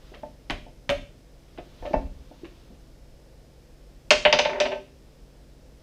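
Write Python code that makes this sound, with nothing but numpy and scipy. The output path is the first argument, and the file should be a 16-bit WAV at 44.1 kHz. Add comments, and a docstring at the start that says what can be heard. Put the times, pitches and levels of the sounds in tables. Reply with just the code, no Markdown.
"""Board game on a wooden table

A plastic pawn is stepped along the board; dull knocks of hands and forearms, and one under a pawn step,
sound on the table, which shudders. Sleeves brush past; a die bounces, rolls, clacks and rocks to rest.
Contacts are decaying noise bands beside ringing modes of the table top; thuds are damped sines.
Slow modes of the whole table give the shudder, shaped noise the cloth, and the small room hums faintly."""
import sys
import numpy as np
from scipy import signal
from scipy.io import wavfile

SR = 44100
rng = np.random.default_rng(int(sys.argv[2]) if len(sys.argv) > 2 else 0)


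def int16_out(signal):
    """Quantize to a 16-bit WAV file."""
    q = np.round(np.clip(np.atleast_2d(signal).T, -1, 1) * 32767)
    wavfile.write(sys.argv[1], SR, q.astype(np.int16))


N = 256920
TIME = np.arange(N) / SR
AGE = np.arange(SR // 2) / SR   # time since a contact (s)
EDGES = np.geomspace(18, 17000, 29)   # band limits (Hz)
CENTRES = np.sqrt(EDGES[1:] * EDGES[:-1])
BANK = [signal.butter(2, band, "band", fs=SR, output="sos") for band in zip(EDGES, EDGES[1:])]

# Bounces of the die on the bare table top.
# Each row: start in seconds, clack level in dB, contact hardness as a low-pass cutoff in Hz.
DIE_BOUNCES = [(4.1056, -6.5, 7840), (4.251, -8.5, 3560), (4.326, -10.5, 5980), (4.3879, -13.5, 6600),
               (4.4505, -20, 4100), (4.6009, -18, 7400), (4.6536, -25, 4400), (4.717, -30, 3500)]
# Steps of the pawn on the board.
# Each row: start in seconds, clack level in dB, contact hardness (cutoff) in Hz, table ring in dB.
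PAWN_TAPS = [(.139, -43, 3000, -46), (0.4986, -25, 5730, -32), (.8922, -21, 6900, -19.5),
             (1.576, -42, 2380, -40), (1.855, -41.5, 4500, -30), (2.445, -44.5, 3000, -57)]
# Dull thuds on the table: hands and arms landing, and the low thud under a pawn step.
# Each row: start in seconds, thud level in dB, contact hardness (cutoff) in Hz, thud pitch in Hz.
DULL_KNOCKS = [(.117, -37.5, 550, 380), (.231, -40, 1680, 272), (.501, -24, 480, 251),
               (.663, -41, 900, 248), (1.584, -31.5, 720, 363), (1.823, -40.5, 1900, 300),
               (1.85, -34, 1400, 297), (1.908, -26.5, 550, 332), (1.933, -33, 2700, 330),
               (1.9386, -21, 1650, 200), (2.31, -39, 700, 282), (2.433, -26.5, 332, 336),
               (2.702, -36, 450, 207)]
# Modes of the table top, which each kind of contact stirs differently.
# Each row: frequency in Hz, T60 in seconds, level in dB for the pawn, for the die, for the dull knocks.
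TOP_MODES = [(164.7, 0.2484, -40, -27, -18), (249, 0.19, -19.5, -19, -16), (274.8, 0.23, -14.5, -26.5, -9),
             (387.2, 0.21, -24, -18, -23.5), (417, 0.2, -41, -16.5, -23), (505.6, 0.14, -16, -11, -1.5),
             (569, .12, 4.5, -5.5, -10), (597.2, .105, 5, 5.5, -1.5), (603, .5, -20, -58, -40),
             (624, 0.051, -11, -5.5, -0.5), (649, 0.13, -0.5, -6.5, -27.5), (709.7, 0.12, -1, -8.5, 1),
             (761, 0.121, -15, -16, -6.5), (886, 0.083, -30, -1.5, -1), (954, 0.081, -48, -6.5, -18),
             (1035.6, 0.1, -26, -12.5, -13), (1280, 0.15, -17, -18.5, -27), (1543, .11, -61, -14.5, -32),
             (1784, .12, -17, -16, -22), (2274, 0.06, -54, -21.5, -10), (2493, 0.1, -18, -22.5, -15),
             (2660, .15, -29, -15, -16), (3036, .12, -28, -19.5, -20.5)]
# Each spot's rows: frequency in Hz, level in dB, T60 in seconds.
PAWN_SPOT, DIE_SPOT, KNOCK_SPOT = (np.array(TOP_MODES)[:, [0, column, 1]] for column in range(2, 5))

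# between its last bounces the die rolls, over this span (s)
ROLL_START_S, ROLL_STOP_S = 4.465, 4.745


def from_db(db):
    """Amplitude ratio: 20 dB is a factor of ten."""
    return 10 ** (np.asarray(db) / 20)


def at_hz(points, hz):
    """Interpolation along logarithmic frequency, held level beyond the end points."""
    known_hz, values = np.transpose(points)
    return np.interp(np.log(hz), np.log(known_hz), values)


def dying(t60):
    """Exponential decay: the level falls 60 dB in the time t60."""
    return from_db(-60 * AGE / t60)


def add(track, s, sound):
    """Superposition: a sound is summed in at time s."""
    start = max(round(s * SR), 0)
    track[start:start + len(sound)] += sound[:N - start]


def noise_bands(size):
    """Band-filtered noise: bands of about a third of an octave, each of rms 1."""
    white = rng.standard_normal((2, size + SR // 10))   # neighbouring bands take different noise
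    bands = np.array([signal.sosfilt(sos, white[k % 2])[-size:] for k, sos in enumerate(BANK)])
    return bands / bands.std(axis=1, keepdims=True)


def band_gains(colour):
    """Spectral density times bandwidth gives band power; the total is set to 1."""
    gains = from_db(at_hz(colour, CENTRES)) * np.sqrt(np.diff(EDGES))
    return gains / np.linalg.norm(gains)


def ring(modes, spread_db, rise_s):
    """Modal superposition: damped sines swell as bending waves fill the wood."""
    hz, level_db, t60 = np.transpose(modes)
    gains = from_db(level_db + spread_db * rng.standard_normal(len(hz)))
    waves = np.sin(2 * np.pi * (hz[:, None] * AGE + rng.random((len(hz), 1))))
    swell = 1 - np.exp(-(AGE / rise_s) ** 2)
    return gains @ (waves * dying(t60[:, None])) * swell


def clack(colour, t60, crack_db, crack_t60, rise_cycles):
    """High modal density: a brief crack, then crowded short modes act as noise; the lows start later."""
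    decay = dying(t60) + from_db(crack_db) * dying(crack_t60)
    rise = 1 - np.exp(-AGE * CENTRES[:, None] / rise_cycles)
    shape = decay * rise
    bands = noise_bands(len(AGE)) * shape
    # each band gets exactly the energy of its envelope
    bands *= np.linalg.norm(shape, axis=1, keepdims=True) / np.linalg.norm(bands, axis=1, keepdims=True)
    return band_gains(colour) @ bands


def contacts(rows, modes, colour, t60, crack_db, crack_t60, rise_cycles, swell_s, edge_db, order):
    """Impact excitation: a softer, longer touch loses its treble, in the clack and in the wood."""
    out = np.zeros(N)
    for s, clack_db, hardness_hz, ring_db in rows:
        blow = from_db(clack_db) * clack(colour, t60, crack_db, crack_t60, rise_cycles)
        wood = from_db(ring_db) * ring(modes, spread_db=3.5, rise_s=swell_s)
        softness = signal.butter(order, np.clip(hardness_hz, 100, .45 * SR), fs=SR, output="sos")
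        add(out, s, signal.sosfilt(softness, blow + wood))
        add(out, s, from_db(edge_db) * blow)   # a hard corner keeps a trace of treble
    return out


def die_contacts(unevenness):
    """Impact series: the bounces, and the fading ticks of the corners while the die rolls."""
    # the wood's ring under a full-scale clack (dB), and the share of the clack's fall that it follows
    ring_top_db, ring_follows = -8.5, .58
    rows = [(s, db, hz, ring_top_db + ring_follows * db) for s, db, hz in DIE_BOUNCES]
    ticks_per_s, tick_db, fade_db_per_s, hardness_hz = 33, -21, 80, 2120
    tick_ring_db = -4.5   # the wood's ring relative to the tick
    for s in np.arange(ROLL_START_S, ROLL_STOP_S, 1 / ticks_per_s)[1:]:
        db = tick_db - fade_db_per_s * (s - ROLL_START_S)
        shift_s = unevenness * rng.uniform(-1.02, 1) / ticks_per_s
        rows.append((s + shift_s, db, hardness_hz, db + tick_ring_db))
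    return rows


def die():
    """Hard impact: each bounce or tick clacks and rings the wood under the die."""
    # Spectrum of the die's clack. Each row: frequency in Hz, density in dB per Hz.
    die_colour = [(60, -17.5), (160, -16), (350, -8.5), (650, 6.5), (1150, -5), (1800, -0.5), (2700, 4.5),
                  (3700, -4), (5300, -3), (7200, -19.5), (10000, -19.5), (15000, -23)]
    return contacts(die_contacts(unevenness=.2), DIE_SPOT, die_colour, t60=.11, crack_db=-6.5,
                    crack_t60=0.012, rise_cycles=1.4, swell_s=0.0073, edge_db=-30.5, order=6)


def rolling(per_s, hardness_hz, jitter_db, belly_db):
    """Rolling excitation: rounded corners nudge the wood at uneven moments and keep it rumbling."""
    level_db, attack_s = -29.5, 0.022   # of one nudge; time to get going
    spot = DIE_SPOT.copy()
    spot[3, 1] += belly_db   # the die has travelled to where the fourth mode swings widest
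    out = np.zeros(N)
    for s in np.arange(ROLL_START_S, ROLL_STOP_S, 1 / per_s):
        start_up = min((s - ROLL_START_S) / attack_s, 1)
        nudge = from_db(level_db + jitter_db * rng.standard_normal()) * start_up
        add(out, s + rng.random() / per_s, nudge * ring(spot, spread_db=1.0, rise_s=0.0065))
    softness = signal.butter(1, hardness_hz, fs=SR, output="sos")
    return signal.sosfilt(softness, out + 1e-18)   # the tiny offset avoids denormal numbers


def pawn_contacts():
    """Double impact: every step lands on the rim, then snaps onto the flat base."""
    # the base follows this much later (s), weaker (dB) and harder (ratio)
    settle_s, settle_db, harder = .0075, -2, 2.1
    flat = [(s + settle_s, db + settle_db, hz * harder, ring_db + settle_db)
            for s, db, hz, ring_db in PAWN_TAPS]
    return PAWN_TAPS + flat


def pawn():
    """Light impact: the pawn clacks and rings the wood under the board."""
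    # Spectrum of the pawn's clack. Each row: frequency in Hz, density in dB per Hz.
    pawn_colour = [(60, 7), (130, 11.5), (230, 5.5), (400, 1.5), (700, 3.5), (1200, -1), (1900, -0.5),
                   (2800, 0.5), (4000, -11), (5500, -17.5), (8000, -29), (11000, -25), (15000, -51)]
    return contacts(pawn_contacts(), PAWN_SPOT, pawn_colour, t60=0.11, crack_db=7.5,
                    crack_t60=0.0094, rise_cycles=0.9, swell_s=0.014, edge_db=-34, order=3)


def knock_contacts():
    """Contact stiffness: the harder the touch behind a thud, the more it knocks on the wood."""
    # a bony touch knocks as loudly as it thuds, a softer one less; the table rings with the knock
    bony_hz, knock_db_per_octave, knock_ring_db = 1660, 7, 2
    rows = []
    for s, thud_db, hardness_hz, _ in DULL_KNOCKS:
        knock_db = thud_db + knock_db_per_octave * np.log2(hardness_hz / bony_hz)
        rows.append((s, knock_db, hardness_hz, knock_db + knock_ring_db))
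    return rows


def knocks():
    """Soft impact: each dull touch knocks on the wood and rings it."""
    # Spectrum of the dull knocks. Each row: frequency in Hz, density in dB per Hz.
    knock_colour = [(60, 7.5), (200, -6), (350, -2.5), (520, -5), (720, 4), (880, -14.5), (1200, -16),
                    (2000, -14), (3000, -32), (6000, -9.5), (15000, -60)]
    return contacts(knock_contacts(), KNOCK_SPOT, knock_colour, t60=0.13, crack_db=-2.0,
                    crack_t60=0.037, rise_cycles=0.88, swell_s=0.0026, edge_db=-49, order=3)


def thuds(t60, rise_s):
    """Heavy damping: a dull bump rings for only a few cycles."""
    out = np.zeros(N)
    envelope = dying(t60) * (1 - np.exp(-(AGE / rise_s) ** 2))
    for s, level_db, _, hz in DULL_KNOCKS:
        add(out, s, from_db(level_db) * np.sin(2 * np.pi * hz * AGE) * envelope)
    return out


def jolts(rows, jolt_db, abrupt_hz):
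    """Linear response: each blow shakes the table in proportion to its strength."""
    return [(s, db + jolt_db, abrupt_hz) for s, db, *_ in rows]


def shudders():
    """Rigid-body resonance: the table sways on its legs; a slow press stirs only its lowest modes."""
    # The whole table on its legs. Each row: frequency in Hz, level in dB, T60 in seconds.
    frame_modes = [(28.3, -5, 0.44), (35.98, -4, 0.54), (53.65, -6.5, .4), (67, -6, 0.46), (80, -3.5, 0.36),
                   (121, -24, .25), (193.3, -9, 0.14)]
    # An arm's weight coming down. Each row: start in seconds, shudder in dB, abruptness (cutoff) in Hz.
    leans = [(1.8, -29, 45), (1.94, -21.5, 60), (2.005, -26.5, 130), (2.142, -35.5, 90)]
    pawn_jolts = jolts(PAWN_TAPS, jolt_db=-4, abrupt_hz=46)
    die_jolts = jolts(DIE_BOUNCES, jolt_db=-27, abrupt_hz=65)
    out = np.zeros(N)
    for s, level_db, abrupt_hz in leans + pawn_jolts + die_jolts:
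        sway = ring(frame_modes, spread_db=0.5, rise_s=0.015)
        slowness = signal.butter(2, abrupt_hz, fs=SR, output="sos")
        add(out, s, from_db(level_db) * signal.sosfilt(slowness, sway))
    return out


def sleeves():
    """Friction noise: cloth hisses softly, swelling and fading with the speed of each reach."""
    # Arms reaching across. Each row: fastest moment in seconds, half length in seconds, level in dB.
    reaches = [(.12, 0.13, -60), (1.69, 0.16, -62), (1.916, .08, -57.5), (2.446, 0.26, -63)]
    # Spectrum of the cloth. Each row: frequency in Hz, density in dB per Hz.
    sleeve_colour = [(100, -23.5), (800, -1), (2000, -7.5), (3500, -4), (5500, -10), (8000, -28.5),
                     (15000, -24)]
    speed = sum(from_db(db) * np.exp(-.5 * ((TIME - s) / half_s) ** 2) for s, half_s, db in reaches)
    return speed * (band_gains(sleeve_colour) @ noise_bands(N))


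def room(x, wet_db, first_echo_s):
    """Diffuse reverberation: reflections off the near walls die at their own rate in each band."""
    # Reverberation of the room. Each row: frequency in Hz, T60 in seconds.
    room_t60 = [(100, 0.99), (500, 0.3), (900, 0.29), (1600, 0.33), (3000, 0.4), (6000, 0.42),
                (10000, 0.44), (15000, 0.28)]
    tails = noise_bands(len(AGE)) * dying(at_hz(room_t60, CENTRES)[:, None])
    onset = np.clip(AGE / first_echo_s - 1, 0, 1)
    response = np.sqrt(np.diff(EDGES)) @ tails * onset
    return x + from_db(wet_db) * signal.fftconvolve(x, response / np.linalg.norm(response))[:N]


def background(hiss_hz, hiss_width_hz, hiss_db):
    """Stationary noise and steady tones: room rumble, a low hum and a thin band of hiss."""
    # Spectrum of the still room. Each row: frequency in Hz, density in dB per Hz.
    air_colour = [(12, -31), (20, 1.5), (53, 1), (106, -13.5), (133, -17), (213, -15.5), (274, -6),
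                  (298, -20), (324, -5.5), (404, -21.5), (478, -13), (811, -25), (881, -29), (5230, -34.5),
                  (15500, -46.5)]
    # Household hum. Each row: frequency in Hz, level in dB rms.
    hum_tones = [(48, -56.5), (120, -66), (143, -61.5), (188, -69), (272, -68), (330, -67.5), (382, -73)]
    air = from_db(-51) * (band_gains(air_colour) @ noise_bands(N))
    hum = np.zeros(N)
    for hz, db in hum_tones:
        hum += from_db(db) * np.sqrt(2) * np.sin(2 * np.pi * (hz * TIME + rng.random()))
    peak = signal.iirpeak(hiss_hz, hiss_hz / hiss_width_hz, fs=SR)
    hiss = signal.lfilter(*peak, rng.standard_normal(N))
    return air + hum + from_db(hiss_db) * hiss / hiss.std()


def scene():
    """Superposition: die, pawn and dull knocks on one table share the room's echo; the rest stays dry."""
    roll = rolling(per_s=75, hardness_hz=910, jitter_db=1.5, belly_db=12)
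    bumps = thuds(t60=.055, rise_s=0.0015)
    table = room(die() + roll + pawn() + knocks() + bumps, wet_db=-10.0, first_echo_s=0.0072)
    still_room = background(hiss_hz=5183, hiss_width_hz=430, hiss_db=-75.0)
    return (table + shudders() + sleeves() + still_room)[None]


def record(dry):
    """Saturation and band limiting: the loudest peaks are rounded and the top is cut."""
    ceiling, cutoff_hz = 1.7, 15400
    rounded = ceiling * np.tanh(dry / ceiling)
    return signal.sosfilt(signal.cheby1(12, .2, cutoff_hz, fs=SR, output="sos"), rounded)


dry = scene()
out = record(dry)
int16_out(out)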